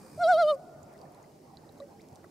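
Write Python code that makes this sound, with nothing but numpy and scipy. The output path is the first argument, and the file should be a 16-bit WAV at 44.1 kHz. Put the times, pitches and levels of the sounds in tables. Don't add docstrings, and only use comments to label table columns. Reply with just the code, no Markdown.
import sys
import numpy as np
from scipy import signal
from scipy.fft import rfft, irfft, next_fast_len
from scipy.io import wavfile
from scipy.ndimage import uniform_filter1d, map_coordinates

SR = 44100
rng = np.random.default_rng(int(sys.argv[2]) if len(sys.argv) > 2 else 0)


def store_wav(level_fs):
    pcm = np.round(np.clip(np.atleast_2d(level_fs), -1, 1) * 32767)
    wavfile.write(sys.argv[1], SR, pcm.T.astype(np.int16))


def ratio_of_db(decibels):
    return 10 ** (np.asarray(decibels, float) / 20)


N = 101429


def unit(x):
    return x / np.sqrt(np.mean(x ** 2) + 1e-20)


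def along(points, hz):
    f, v = np.transpose(points)
    return np.interp(np.log(hz + 1), np.log(f + 1), v)


def over_time(points):
    return np.interp(np.arange(N) / SR, *np.transpose(points))


def eased(rows):
    s, *cols = np.transpose(rows)
    place = np.interp(np.arange(N) / SR, s, np.arange(len(s)))
    place = np.floor(place) + 0.5 - 0.5 * np.cos(np.pi * (place % 1))
    return [np.interp(place, np.arange(len(s)), c) for c in cols]


def wobble(rate):
    knots = rng.standard_normal(400)
    return map_coordinates(knots, [np.clip(np.arange(N) * rate / SR, 0, 398)])


def filtered(x, response):
    m = next_fast_len(N + SR // 2)
    hz = np.fft.rfftfreq(m, 1 / SR)
    return irfft(rfft(x, m) * response(hz), m)[..., :N]


def panned(db):
    return ratio_of_db(np.array([db / 2, -db / 2]))


def humps(table, hz):
    return sum(ratio_of_db(db) / (1 + (2 * (hz - c) / w) ** 2) for c, w, db in table)


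def rush(gain, alike, patchy_db):
    z = signal.stft(rng.standard_normal((2, N)), nperseg=512)[2]
    field = uniform_filter1d(rng.standard_normal(z.shape[1:]), size=5, axis=0)
    field = uniform_filter1d(field, size=9, axis=1)
    pair = signal.istft(z * ratio_of_db(patchy_db * unit(field)), nperseg=512)[1][:, :N]

    def mid_and_side(hz):
        turn = np.arccos(np.clip(alike(hz), -1, 1)) / 2
        return gain(hz) * [np.cos(turn), np.sin(turn)]

    mid, side = filtered(pair, mid_and_side)
    return unit(np.array([mid + side, mid - side]))


def background():
    # (f/Hz, level/dB per Hz)
    rumble_colour = [(15, -48.5), (25, -27), (152, -2.5), (351, -1), (379, -12), (414, -2), (520, -14),
                     (680, -59), (1140, -120)]
    lapping_colour = [(280, -20), (480, -7), (795, -6.5), (1390, -19.5), (2500, -28.5), (3250, -43),
                      (5500, -120)]
    hiss_colour = [(880, -43), (1500, -37), (1860, -7.5), (3310, -9), (4950, -3.5), (6190, -5.5),
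                   (12400, -12), (15500, -12.5)]
    # (t/s, level/dB)
    rumble_course = [(0.0, -57), (0.88, -58), (1.07, -57), (1.62, -59), (2.0, -56), (2.3, -59)]
    lapping_course = [(0, -59.5), (.6, -63), (1.05, -54), (1.35, -61.5), (1.9, -57.5), (2.3, -60)]
    # (f/Hz, width/Hz, level/dB)
    hums = [
        (95, 20, -81.5),
        (146, 18.6, -75.5),
        (372.7, 6.9, -75),
        (785.5, 20.4, -80),
    ]
    # (f/Hz, likeness)
    likeness = [(60, 0.78), (180, 1), (550, 0.72), (1650, 0.041), (4970, 0.49), (15000, 0.39)]
    # (f/Hz, left-right/dB)
    lean = [(60, -3.5), (180, 1), (550, -5), (1650, 1), (4970, -2), (15000, 0.5)]

    def alike(hz):
        return along(likeness, hz)

    def hiss_alike(hz):
        return along([(3000, 0.47), (14000, 0.44)], hz)

    rumble_db = over_time(rumble_course) + 0.12 * wobble(21.0)
    rumble = ratio_of_db(rumble_db + 1.5) * rush(lambda hz: ratio_of_db(along(rumble_colour, hz)), alike, patchy_db=-1.55)
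    lapping_db = over_time(lapping_course) + wobble(21.17)
    lapping = ratio_of_db(lapping_db - 0.24) * rush(lambda hz: ratio_of_db(along(lapping_colour, hz)), alike, patchy_db=3.0)
    drones = ratio_of_db(-61.5) * rush(lambda hz: humps(hums, hz), alike, patchy_db=4.5)
    hiss = ratio_of_db(-69) * rush(lambda hz: ratio_of_db(along(hiss_colour, hz)), hiss_alike, patchy_db=-1.0)
    return filtered(rumble + lapping + drones, lambda hz: panned(along(lean, hz))) + hiss


def zoom_motor():
    # (f/Hz, level/dB per Hz)
    whir_colour = [(1060, 2), (1800, -3), (2380, -6.5), (3180, -18), (4850, -7), (8720, -6), (15500, -20.5)]
    # (f/Hz, width/Hz, level/dB)
    housing = [
        (2420, 90, 7),
        (4850, 500, 5),
        (8750, 450, 4),
        (12500, 600, 3),
        (14300, 500, 6),
    ]
    level_db, stop_s, stop_fade_s = -60, 0.56, 0.0078
    step_rate, step_db = 60.5, 4.5
    t = np.arange(N) / SR
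    steps = ratio_of_db(step_db * np.cos(np.pi * step_rate * t) ** 8)

    def through_housing(hz):
        return ratio_of_db(along(whir_colour, hz)) * (1 + humps(housing, hz))

    whir = rush(through_housing, lambda hz: 0.56 + 0 * hz, patchy_db=0.5)
    return ratio_of_db(level_db) * unit(steps * whir) * np.clip((stop_s - t) / stop_fade_s, 0, 1)


def bubble(hz, rise, t60, attack):
    t = np.arange(SR // 5) / SR
    ring = np.sin(2 * np.pi * hz * (t + rise * t * t / t60))
    return ring * ratio_of_db(-60 * t / t60) * (1 - np.exp(-t / attack))


def droplet_tick(hz):
    t60_s, snap = 0.005, 4.5
    t = np.arange(SR // 20) / SR
    band = signal.butter(2, [0.78 * hz, min(1.7 * hz, 0.45 * SR)], "bandpass", fs=SR)
    burst = rng.standard_normal((2, len(t))) + 1.7 * rng.standard_normal(len(t))
    burst = burst + snap * (t == 0)
    return signal.lfilter(*band, burst * ratio_of_db(-60 * t / t60_s))


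def water():
    # (t/s, peak/dB, f/Hz, left-right/dB)
    drips = [(0.832, -54.5, 7060, -9), (0.9887, -61.5, 4930, -3), (1.0152, -56.5, 4690, -4),
             (1.055, -63.5, 1770, -4), (1.2284, -58.5, 6800, 6), (1.2406, -63.5, 2020, -2),
             (1.5704, -57.5, 4650, -3), (1.571, -51, 4040, -5), (1.58, -65, 4500, -3),
             (1.146, -64, 4100, 3), (1.7786, -68, 4090, 3), (1.6437, -70, 1830, 12),
             (1.6918, -58, 3970, -5), (1.8016, -55, 3910, 7), (1.8074, -62, 4000, 0.5),
             (1.822, -65, 1920, 10), (2.087, -65, 5460, -9), (2.1513, -60, 8900, -2),
             (2.2417, -61.5, 1930, 7)]
    # (t/s, peak/dB, f/Hz, left-right/dB)
    ticks = [(0.83, -55, 7200, -17), (0.9298, -59.5, 7100, 17), (0.938, -55, 6140, 7),
             (0.9783, -49, 4930, 4), (1.121, -57, 10700, 11), (1.1294, -64, 7090, -0.5),
             (1.148, -50, 6400, -2), (1.3544, -64, 5280, 0.5), (1.569, -52.5, 5330, -3.0),
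             (1.723, -54, 9740, 4), (1.7847, -53.5, 6460, 2), (1.8018, -51, 5170, 6),
             (2.0177, -46.5, 5840, 4), (2.087, -49, 5300, -2), (2.129, -55, 6850, -1.5),
             (2.1575, -43.5, 5580, -8), (2.1625, -52.5, 5200, -4), (1.779, -56, 5000, 3),
             (1.0145, -50, 5200, -2), (1.228, -59, 6500, 2), (2.2448, -56, 7300, -4)]
    # (t/s, f/Hz, rise/share, t60/s, level/dB)
    plops = [(.035, 513, 0.032, 0.12, -36.5), (0.956, 630, 0.022, 0.041, -33.5),
             (1.8015, 580, 0.02, 0.03, -25), (1.802, 1110, 0.067, 0.024, -34.5),
             (1.812, 553, 0.041, 0.1, -24), (.6, 800, .03, .04, -38), (1.299, 630, .03, 0.028, -39.5),
             (1.533, 760, 0.052, 0.046, -34.5), (1.635, 870, 0.024, 0.025, -36),
             (1.94, 800, 0.032, 0.087, -39), (1.995, 1960, 0.4, 0.029, -44.5),
             (2.006, 3130, 0.88, 0.022, -47), (2.243, 1100, 0.64, 0.017, -37.5),
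             (2.242, 625, 0.084, 0.02, -32.5), (1.15, 950, 0.096, 0.043, -40.5),
             (1.036, 750, .03, 0.066, -37)]
    drip_cycles, ripple_cycles = 33.6, 3.4
    ripple_rate, ripple_db = 53, -61
    sounds = []
    for s, db, hz, pan in drips:
        sounds.append((s, db + 7, pan, bubble(hz, 0.02, 2 * drip_cycles / hz, 0.0002)))
    for a, b, c, d in rng.random((300, 4))[:int(ripple_rate * N / SR)]:
        hz = 1000 * ratio_of_db(19.4 * c)
        ripple = bubble(hz, 0.12, 2 * ripple_cycles / hz, 0.00019)
        sounds.append((a * N / SR, ripple_db + 8 * b, 8 * (d - 0.5), ripple))
    for s, hz, rise, t60, db in plops:
        sounds.append((s, db, -2.5, bubble(hz, rise, t60, 0.014 * t60 / 0.065)))
    for s, db, hz, pan in ticks:
        sounds.append((s, db - 5, pan, droplet_tick(hz)))
    out = np.zeros((2, N + SR))
    for s, db, pan, wave in sounds:
        out[:, round(s * SR):][:, :wave.shape[-1]] += ratio_of_db(db) * panned(pan)[:, None] * wave
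    return out[:, :N]


def loon():
    # (t/s, f/Hz)
    tremolo = [
        (.155, 610),
        (.218, 714),
        (.258, 642),
        (.301, 740),
        (.358, 625),
        (.397, 703),
        (.454, 597),
        (.495, 617),
        (.557, 537),
    ]
    # (t/s, squeeze: 0 loose, 1 tight, below 0 limp)
    throat = [
        (.174, -.5),
        (.216, .95),
        (.262, .09),
        (.296, .92),
        (.356, .2),
        (.404, .97),
        (.458, .05),
        (.494, .97),
        (.64, -1.7),
    ]
    # (t/s, opening/dB, gape: 0 narrow, more is wider)
    bill = [(.22, -7.5, -.15), (.245, 4, .75), (.296, -8.5, -.15), (.336, 2.5, .5), (.359, -3.5, .75),
            (.425, 2, .35), (.458, -26, 2.3), (.494, 0, 1.3), (.563, -50, .7)]
    # (t/s, level/dB)
    effort = [(.195, -35), (.226, -24), (.257, -20.5), (.281, -22), (.31, -17.5), (.375, -23),
              (.436, -20.5), (.466, -24), (.508, -22.5)]
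    # (multiple, slack level/dB, gain when squeezed/dB)
    overtones = [
        (2, -22.5, 16),
        (3, -47, 22.5),
        (4, -49, 5.5),
    ]
    # (f/Hz, width/Hz, level/dB)
    windpipe = [(2044, 252, 0)]
    # (f/Hz, width/Hz, narrow-bill level/dB, gain as it gapes/dB)
    mouth = [(2993, 164, -17, 3), (3673, 320, -38, 8), (4155, 505, -27, 3), (4708, 201, -40, 13),
             (5490, 439, -26, -26), (7400, 1300, -37, -30), (10700, 2400, -56, -3)]
    # (f/Hz, width/Hz, level/dB)
    breath_colour = [(900, 1500, -1), (4100, 2300, 4), (10520, 3200, -1)]
    voice_s, fade_s = 0.186, 0.017
    gulp_s, gulp_len_s, gulp_hz, gulp_db = 0.175, 0.018, 650, -35.5
    slack_hz = 665
    sag_db_per_s2 = 7502
    jitter, shimmer, fray, breath_db = 0.0012, 0.016, 0.045, -44

    t = np.arange(N) / SR
    (pitch,), (squeeze,) = eased(tremolo), eased(throat)
    open_db, gape = eased(bill)
    level_db = over_time(effort) - sag_db_per_s2 * np.clip(t - effort[-1][0], 0, 1) ** 2
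    level = ratio_of_db(uniform_filter1d(level_db, size=600))
    pitch = pitch * (1 + jitter * wobble(82.3))
    phase = 2 * np.pi * np.cumsum(pitch) / SR

    voice = np.cos(phase)
    for k, db, gain_db in overtones:
        carried = humps(windpipe, k * pitch) if k == 3 else 1
        voice = voice + ratio_of_db(db + gain_db * squeeze) * carried * np.cos(k * phase)
    tract = [(hz, width, db + gain_db * gape) for hz, width, db, gain_db in mouth]
    for k in range(5, 19):
        flicker = ratio_of_db((0.6 + 0.45 * (k - 1)) * wobble(90))
        frayed = k * phase + rng.uniform(0, 6) + fray * max(k - 3, 0.5) * wobble(500)
        voice = voice + ratio_of_db(open_db) * humps(tract, k * pitch) * flicker * np.cos(frayed)

    air = unit(filtered(rng.standard_normal(N), lambda hz: humps(breath_colour, hz)))
    voice = voice * (1 + shimmer * (wobble(90) + wobble(640))) + ratio_of_db(breath_db + open_db / 4) * air
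    gate = np.clip((t - voice_s) / fade_s + 0.5, 0, 1)
    gulp_shape = np.sin(np.pi * np.clip((t - gulp_s) / gulp_len_s, 0, 1))
    gulp = ratio_of_db(gulp_db) * gulp_shape * np.cos(phase * gulp_hz / slack_hz)
    return np.sqrt(2) * (level * gate * voice + gulp)


def shore(x):
    # (f/Hz, t60/s)
    tree_t60 = [(500, 3), (1500, 1.76), (4000, 0.58)]
    # (delay/s, level/dB)
    bank_echoes = [
        (.27, -35.5),
        (.295, -37.5),
        (.32, -38),
        (.35, -44),
        (.45, -46.5),
    ]
    near_db, near_t60_s = -17.5, 0.36
    trees_db, trees_s, trees_rise_s = -35, 0.29, 0.04
    trees_top_hz, bank_top_hz = 2210, 1700
    hz, t, z = signal.stft(rng.standard_normal((2, 2 * SR)), SR, nperseg=256)
    late = np.clip(t - trees_s, 0, None)
    near = ratio_of_db(near_db - 60 * t / near_t60_s)
    trees = ratio_of_db(trees_db - 60 * late / along(tree_t60, hz)[:, None]) * np.clip(late / trees_rise_s, 0, 1)
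    dulling = 1 + (hz[:, None] / trees_top_hz) ** 4
    tail = signal.istft(z * (near + trees) / dulling, SR, nperseg=256)[1]
    tail = tail + 0.21 * tail[::-1]
    dull = filtered(x, lambda f: 1 / (1 + (f / bank_top_hz) ** 2))
    banks = sum(ratio_of_db(db) * np.pad(dull, (round(s * SR), 0))[:N] for s, db in bank_echoes)
    return signal.fftconvolve(x[None], tail / np.sqrt(SR / 10), axes=1)[:, :N] + banks


def scene():
    # (f/Hz, left-right/dB)
    call_lean = [(700, -0.8), (1400, 1.7), (3000, 6.5), (8000, 2.5)]
    surroundings = background() + zoom_motor() + water()
    call = loon()
    direct = filtered(call, lambda hz: panned(along(call_lean, hz)))
    return surroundings + direct + shore(call)


def roll_off(x):
    return signal.sosfilt(signal.butter(12, 15680, fs=SR, output="sos"), x)


def record(dry):
    top_hz = 15720
    mix = filtered(dry, lambda hz: hz < top_hz)
    return roll_off(mix)


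dry = scene()
out = record(dry)
store_wav(out)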